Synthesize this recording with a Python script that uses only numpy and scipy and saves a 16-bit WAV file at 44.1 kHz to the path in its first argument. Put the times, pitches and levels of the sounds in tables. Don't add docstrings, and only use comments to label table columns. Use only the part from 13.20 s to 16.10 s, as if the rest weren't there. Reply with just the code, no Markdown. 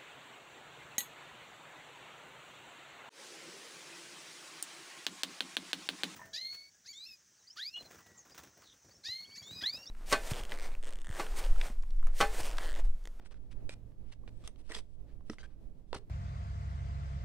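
import sys
import numpy as np
from scipy import signal
from scipy.fft import rfft, irfft, next_fast_len
from scipy.io import wavfile
from scipy.ndimage import uniform_filter1d

SR = 44100
rng = np.random.default_rng(int(sys.argv[2]) if len(sys.argv) > 2 else 0)


def ratio_of_db(decibels):
    return 10 ** (np.asarray(decibels, float) / 20)


def to_wav(s):
    ch = np.atleast_2d(s).T
    pcm = np.round(np.clip(ch, -1, 1) * 32767)
    wavfile.write(sys.argv[1], SR, pcm.astype(np.int16))


N = 127890


TICKS = [(0.059, -52, 1540, -14), (0.1222, -62, 2300, 7), (0.1426, -55.5, 1500, -11),
         (0.3217, -72, 2500, -11), (0.4928, -38, 2470, -5.5), (0.7195, -62.5, 1190, -26),
         (0.9009, -62, 860, -4), (0.9242, -52, 3840, -5), (1.036, -59.5, 1100, -48),
         (1.077, -50, 2920, -22), (1.2392, -51.5, 1210, -14), (1.2868, -55, 1280, -21),
         (1.3592, -60.5, 3190, -9), (1.5117, -45, 1940, -16), (1.5192, -36, 1960, 10),
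         (1.5346, -46, 1430, 2), (1.546, -36.5, 3400, 3), (1.5644, -42, 1860, 0),
         (1.5804, -54, 3180, -15), (1.5882, -52, 3450, -8), (2.0072, -59, 1080, -23),
         (2.0976, -37.5, 1220, -44), (2.1332, -46, 1440, -11), (2.231, -55, 1710, -18),
         (2.7452, -36, 1340, -2), (2.7492, -40, 5000, 7),
         (0.4926, -42.5, 3930, 11), (1.2756, -38, 3300, 9.5), (1.499, -52, 1130, -11),
         (1.5496, -34, 4960, -6.5), (2.0981, -40, 2030, -9), (2.0992, -44.5, 6100, -17),
         (2.1840, -50, 2040, -10), (2.2400, -51, 1640, -21.5), (2.7295, -38, 4270, -5),
         (2.8975, -50.5, 940, -14)]


def tick(start_s, peak_db, ring_hz, treble_db):
    t = np.arange(600) / SR
    snap = ratio_of_db(-60 * t / 0.0085) * np.minimum(t / 0.0008 + 0.1, 1)
    splinters = ratio_of_db(-24 - 60 * t / 0.04) * np.minimum(t / 0.001, 1)
    blow = spread(600) * (snap + splinters)
    x = colour(blow, body_db(ring_hz, treble_db / 3, ring_db=11, sharp=7.0))
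    return start_s, ratio_of_db(peak_db) * x / abs(x.mean(0)).max()


# start_s, peak_db, pitch_hz, t60_s
MODE_PINGS = [(0.494, -36.5, 2410, 0.012), (0.494, -40, 3800, 0.011), (.4932, -54, 9100, 0.005),
              (.4935, -40.5, 605, 0.015), (.4930, -46, 4900, 0.012), (.4938, -51.5, 843, 0.022),
              (1.0372, -64, 1090, 0.032), (1.0776, -50.5, 3920, 0.0069), (1.078, -51.5, 1450, 0.0091),
              (1.0772, -50, 2400, 0.013), (1.2760, -48, 3340, 0.0062), (1.274, -54, 1970, 0.018),
              (1.2762, -43, 9360, 0.011), (1.2760, -45, 1220, .015), (1.2761, -50.5, 5800, 0.019),
              (1.2760, -62, 14500, .005), (1.3590, -65, 3110, 0.026), (1.5130, -45, 1930, .015),
              (1.5195, -43, 8560, 0.014), (1.5206, -40.5, 1940, .025), (1.5466, -47, 3360, .03),
              (1.5490, -43, 4800, .02), (1.5500, -34.5, 3390, 0.022), (1.549, -43, 8100, 0.017),
              (1.5640, -49, 1916, 0.03), (1.566, -43, 3300, 0.024), (1.569, -48, 427, 0.093),
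              (1.559, -51, 198, 0.098), (1.5800, -55, 4820, 0.014), (1.58, -47, 8040, .02),
              (1.5885, -54, 7860, .015), (2.0986, -38.5, 303, .06), (2.0982, -49, 1270, 0.042),
              (2.0985, -43, 1940, 0.018), (2.0989, -38.5, 5440, 0.0088), (2.1339, -47, 1370, 0.014),
              (2.1843, -41, 2050, 0.0096), (2.1860, -67, 805, 0.11), (2.7303, -29, 970, 0.021),
              (2.7317, -29.5, 490, 0.0064), (2.757, -47, 103, 0.061), (2.73, -40.5, 4500, 0.0071),
              (2.7306, -41.5, 2750, 0.017), (2.7299, -40.5, 3500, .014), (2.7300, -56, 5800, .009),
              (2.7305, -50, 2020, 0.017), (2.7467, -39, 1406, 0.021), (2.7493, -35, 5920, 0.0041),
              (2.7518, -35.5, 870, 0.014), (2.754, -49, 4270, .03)]


def ping(start_s, peak_db, pitch_hz, t60_s):
    t = np.arange(4000) / SR
    lag = 1.5 * min(pitch_hz / 3000, 1) ** 2
    phase = lag / 2 * np.array([[-1], [1]])
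    ring = np.sin(2 * np.pi * pitch_hz * t + phase)
    return start_s, ratio_of_db(peak_db - 60 * t / t60_s) * ring * np.minimum(t / 0.00042, 1)


# start_s, length_s, rms_db, ring_hz, treble_db
SCRAPES = [(0.498, 0.045, -58, 2460, -0.5), (1.074, 0.021, -64.5, 2280, -5.5),
           (1.242, 0.045, -64, 3670, 2.5), (1.278, 0.021, -65.5, 2150, -16.5),
           (1.492, 0.035, -53.5, 1010, -3.5), (1.516, 0.023, -56, 1890, -7), (1.537, 0.058, -51.5, 4900, 0),
           (1.589, 0.0208, -61.5, 3550, 1.5), (2.102, 0.043, -64, 6000, 0.5), (2.189, 0.036, -64, 3950, -4),
           (2.228, 0.0363, -65, 2400, -5), (2.738, 0.0073, -50, 1500, -12), (2.746, 0.028, -52, 1140, -5.5),
           (2.77, 0.019, -61, 2860, -3), (2.785, 0.016, -63.5, 2540, -25)]
# start_s, length_s, rms_db, ring_hz, treble_db
GLOVE_BRUSHES = [(.0, 0.066, -71.5, 1120, -9), (0.046, 0.037, -67.5, 1480, 1.5),
                 (0.105, 0.031, -64, 1120, -4), (.135, 0.054, -76, 1410, -6),
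                 (0.307, 0.03, -65, 2410, -3.5), (0.328, 0.14, -71.5, 2590, -24.5),
                 (0.528, 0.054, -70, 2500, -38), (0.847, 0.12, -78, 2980, -3),
                 (0.915, 0.027, -62, 2760, -2.5), (1.099, 0.27, -80, 3600, 3),
                 (1.194, 0.1, -73.5, 3420, -8), (1.278, 0.045, -99, 8600, -25),
                 (1.374, 0.05, -73.5, 8800, 1.5), (1.433, 0.38, -67.5, 2960, 2),
                 (1.624, 0.23, -86, 3070, 10), (1.861, 0.084, -77, 1740, -8), (2.048, 0.13, -75, 2760, 2.5),
                 (2.254, .12, -81.5, 1580, -7), (2.655, 0.14, -83, 3520, 7), (2.789, 0.054, -70, 3000, -29)]


def rub(start_s, length_s, rms_db, ring_hz, treble_db, soft):
    slips = rng.standard_normal(6000)
    t = np.arange(min(round(length_s * SR), 6000)) / SR
    unevenness_db = 2.0 * evened(uniform_filter1d(slips, size=70)) + 1.5 * slips
    grit = spread(6000) * ratio_of_db(unevenness_db)
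    if soft:
        shape = np.sin(np.pi * t / length_s) ** 0.88
    else:
        shape = np.clip(np.minimum(t / 0.0018, (length_s - t) / 0.0011), 0, 1)
    x = colour(grit[:, :len(t)] * shape, body_db(ring_hz, treble_db / 2, ring_db=5.5, sharp=22.0))
    return start_s, ratio_of_db(rms_db) * x / np.sqrt(np.sum(x ** 2) / len(t) / 2)


# start_s, length_s, rms_db, pitch_hz, overtone_fall_db (per step)
SQUEALS = [
    (.505, .016, -59, 2400, -16),
    (.521, .022, -67, 2450, -14),
    (1.247, .027, -66, 3400, -14),
    (1.285, .030, -77, 8550, -20),
    (2.185, .034, -62, 1550, -2.5),
    (2.230, .033, -59, 1620, -13),
    (2.774, .011, -63, 2850, -14),
]


def squeal(start_s, length_s, rms_db, pitch_hz, overtone_fall_db):
    chance = spread(2000)
    t = np.arange(min(round(length_s * SR), 2000)) / SR
    x = np.zeros((2, 2000))
    for k in range(6):
        if k * pitch_hz < 5500:
            hz, width_hz = (k + 1) * pitch_hz, 78 * (k + 2)
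            band = resonate(resonate(chance, hz, width_hz), hz, width_hz)
            x += ratio_of_db(overtone_fall_db * k) * band
    x = x[:, -len(t):]
    shape = np.clip(np.minimum(t / 0.0009, (length_s - t) / 0.0052), 0, 1)
    return start_s, ratio_of_db(rms_db) * evened(x) * shape


# ratio (to lowest_hz), level_db
CARD_MODES = [(1.004, 15.5), (1.33, 9), (1.95, 9), (3.0, -48)]
# start_s, peak_db, lowest_hz, t60_s, upper_db (shifts all modes above ratio 1 alike, before
KNOCKS = [
    (.4930, -43.5, 396, 0.025, 0),
    (1.239, -50.5, 480, 0.044, 0),
    (1.503, -41, 326, 0.071, 0),
    (2.0981, -33, 225.7, 0.1, -12),
    (2.7297, -28.5, 488, 0.016, -20),
    (2.745, -42, 400, 0.14, 0),
    (2.761, -34.5, 187, 0.0098, -4),
]


def knock(start_s, peak_db, lowest_hz, t60_s, upper_db):
    t = np.arange(6000) / SR
    x = np.zeros(6000)
    for ratio, level_db in CARD_MODES:
        decay_db = -60 * t * ratio ** 0.33 / t60_s
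        mode_db = level_db + upper_db * (ratio > 1) + decay_db
        x += ratio_of_db(mode_db) * np.sin(2 * np.pi * lowest_hz * ratio * t)
    return start_s, ratio_of_db(peak_db) * x / abs(x).max() * np.minimum(t / 0.00042, 1)


# freq_hz, level_db (per Hz)
BODY = [(200, -33), (400, 1.5), (900, -6.5), (1900, -8.5), (3400, -10), (6600, -12.5), (8800, -14.5),
        (15500, -45.5)]


def body_db(ring_hz, treble_db, ring_db, sharp):
    hz = np.fft.rfftfreq(2048, 1 / SR)
    ring = ring_db / (1 + ((hz - ring_hz) * sharp / ring_hz) ** 2)
    bass_loss = 3.0 * np.maximum(np.log2(min(ring_hz, 2500) / (hz + 50)), 0)
    notch = 9 / (1 + ((hz - 6750) / 350) ** 2)
    tilt = treble_db * np.log2((hz + 300) / 3000)
    return read(BODY, hz) + ring - bass_loss - notch + tilt


def spread(size):
    z = rng.standard_normal((3, size))
    late = rng.integers(1, 6)
    treble = signal.butter(2, 1700, "high", fs=SR, output="sos")
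    own = 0.8 * signal.sosfilt(treble, z[:2])
    return np.array([np.roll(z[2], late), z[2]]) + own


def walls(x):
    at = np.arange(200, 8800, 20) + rng.integers(0, 20, (2, 430))
    taps = np.zeros((2, 8900))
    np.put_along_axis(taps, at, rng.choice([-1., 1.], at.shape), 1)
    taps *= ratio_of_db(-60 * np.arange(8900) / SR / 0.19)
    return signal.fftconvolve(x, taps / np.linalg.norm(taps[0]), axes=1)[:, :N]


# freq_hz, level_db (per Hz)
ROOM_TONE = [(4, 5), (28, -2), (62, -3), (85, -10.5), (300, -20), (600, -28.5), (1300, -45.5), (16000, -62)]
# freq_hz, likeness (0 to 1)
LIKENESS = [(5, 1), (60, 0.45), (300, 0.49), (1400, 0.036), (5000, 0.007)]
# freq_hz, left_minus_right_db
BALANCE = [(5, -19.5), (25, -15), (60, -4), (150, -4.5), (500, -2.5), (3000, -1.5)]
# start_s, level_db
FAR_HUM = [(0, -81.5), (.3, -58.5), (.95, -61), (1.1, -71), (1.6, -68.5), (2.0, -65.5), (2.2, -67.5),
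           (2.9, -69)]


def room_tone():
    size = next_fast_len(N + 4096)
    t = np.arange(size) / SR
    hz = np.fft.rfftfreq(size, 1 / SR)
    a, b = rfft(rng.standard_normal((2, size)))
    same = np.clip(read(LIKENESS, hz), 0, 1)
    pair = np.array([a, same * a + np.sqrt(1 - same ** 2) * b])
    air = ratio_of_db(-51.5) * evened(irfft(pair * ratio_of_db(read(ROOM_TONE, hz)), size))
    drift = uniform_filter1d(rng.standard_normal(size), size=3000)
    air *= ratio_of_db(2.23 * evened(uniform_filter1d(drift, size=3000)))
    noise = irfft(pair, size)

    drone_hz, drone_width_hz = 53, 22
    drone = resonate(resonate(noise, drone_hz, drone_width_hz), drone_hz, drone_width_hz)
    drone = ratio_of_db(-65) * evened(drone)

    hum_hz, hum_width_hz = 109.06, 5.6
    waver = 0.37 * evened(resonate(noise[0], hum_hz, hum_width_hz))
    start_s, level_db = np.transpose(FAR_HUM)
    hum = evened(np.sin(2 * np.pi * hum_hz * t) + waver) * ratio_of_db(np.interp(t, start_s, level_db))

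    lean = ratio_of_db(read(BALANCE, hz) / 2 * np.array([[1], [-1]]))
    return irfft(rfft(air + drone + hum) * lean, size)[:, :N]


def sway():
    x = rng.standard_normal((2, N + SR))
    band = signal.butter(2, [2., 9], "band", fs=SR, output="sos")
    x = signal.sosfiltfilt(band, x)[:, SR // 2:SR // 2 + N]
    return ratio_of_db(-47) * evened(x) * ratio_of_db(np.array([[-12.], [0]]))


def evened(x):
    return x / np.sqrt(np.mean(x ** 2) + 1e-20)


def read(points, hz):
    f, value = np.transpose(points)
    return np.interp(np.log(hz + 1), np.log(f + 1), value)


def resonate(x, hz, width_hz):
    turn = np.exp(2j * np.pi * hz * np.arange(x.shape[-1]) / SR)
    r = np.exp(-np.pi * abs(width_hz) / SR)
    return 2 * (turn * signal.lfilter([1 - r], [1, -r], x / turn)).real


def colour(x, db):
    log = np.log(ratio_of_db(np.concatenate([db, db[-2:0:-1]])))
    taps = np.fft.ifft(np.exp(np.conj(signal.hilbert(log)))).real[:1024]
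    return signal.oaconvolve(x, taps[None], axes=1)


def add(mix, start_s, sound):
    part = mix[:, round(start_s * SR):][:, :sound.shape[-1]]
    part += sound[..., :part.shape[1]]


def scene():
    hands = np.zeros((2, N))
    for row in TICKS:
        add(hands, *tick(*row))
    for row in MODE_PINGS:
        add(hands, *ping(*row))
    for row in SCRAPES:
        add(hands, *rub(*row, soft=False))
    for row in GLOVE_BRUSHES:
        add(hands, *rub(*row, soft=True))
    for row in SQUEALS:
        add(hands, *squeal(*row))
    for row in KNOCKS:
        add(hands, *knock(*row))
    direct = hands * ratio_of_db(np.array([[-0.6], [0.6]]))
    return direct + ratio_of_db(-19.0) * walls(hands) + room_tone() + sway()


def band_limit(x):
    return signal.sosfilt(signal.butter(12, 16380, fs=SR, output="sos"), x)


def record(dry):
    low_pass = signal.firwin(511, 16300, window=("kaiser", 9), fs=SR)
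    x = signal.oaconvolve(dry, low_pass[None], "same")
    x = x * np.minimum(np.arange(N) / SR / 0.004, 1)
    return band_limit(x)


dry = scene()
out = record(dry)
to_wav(out)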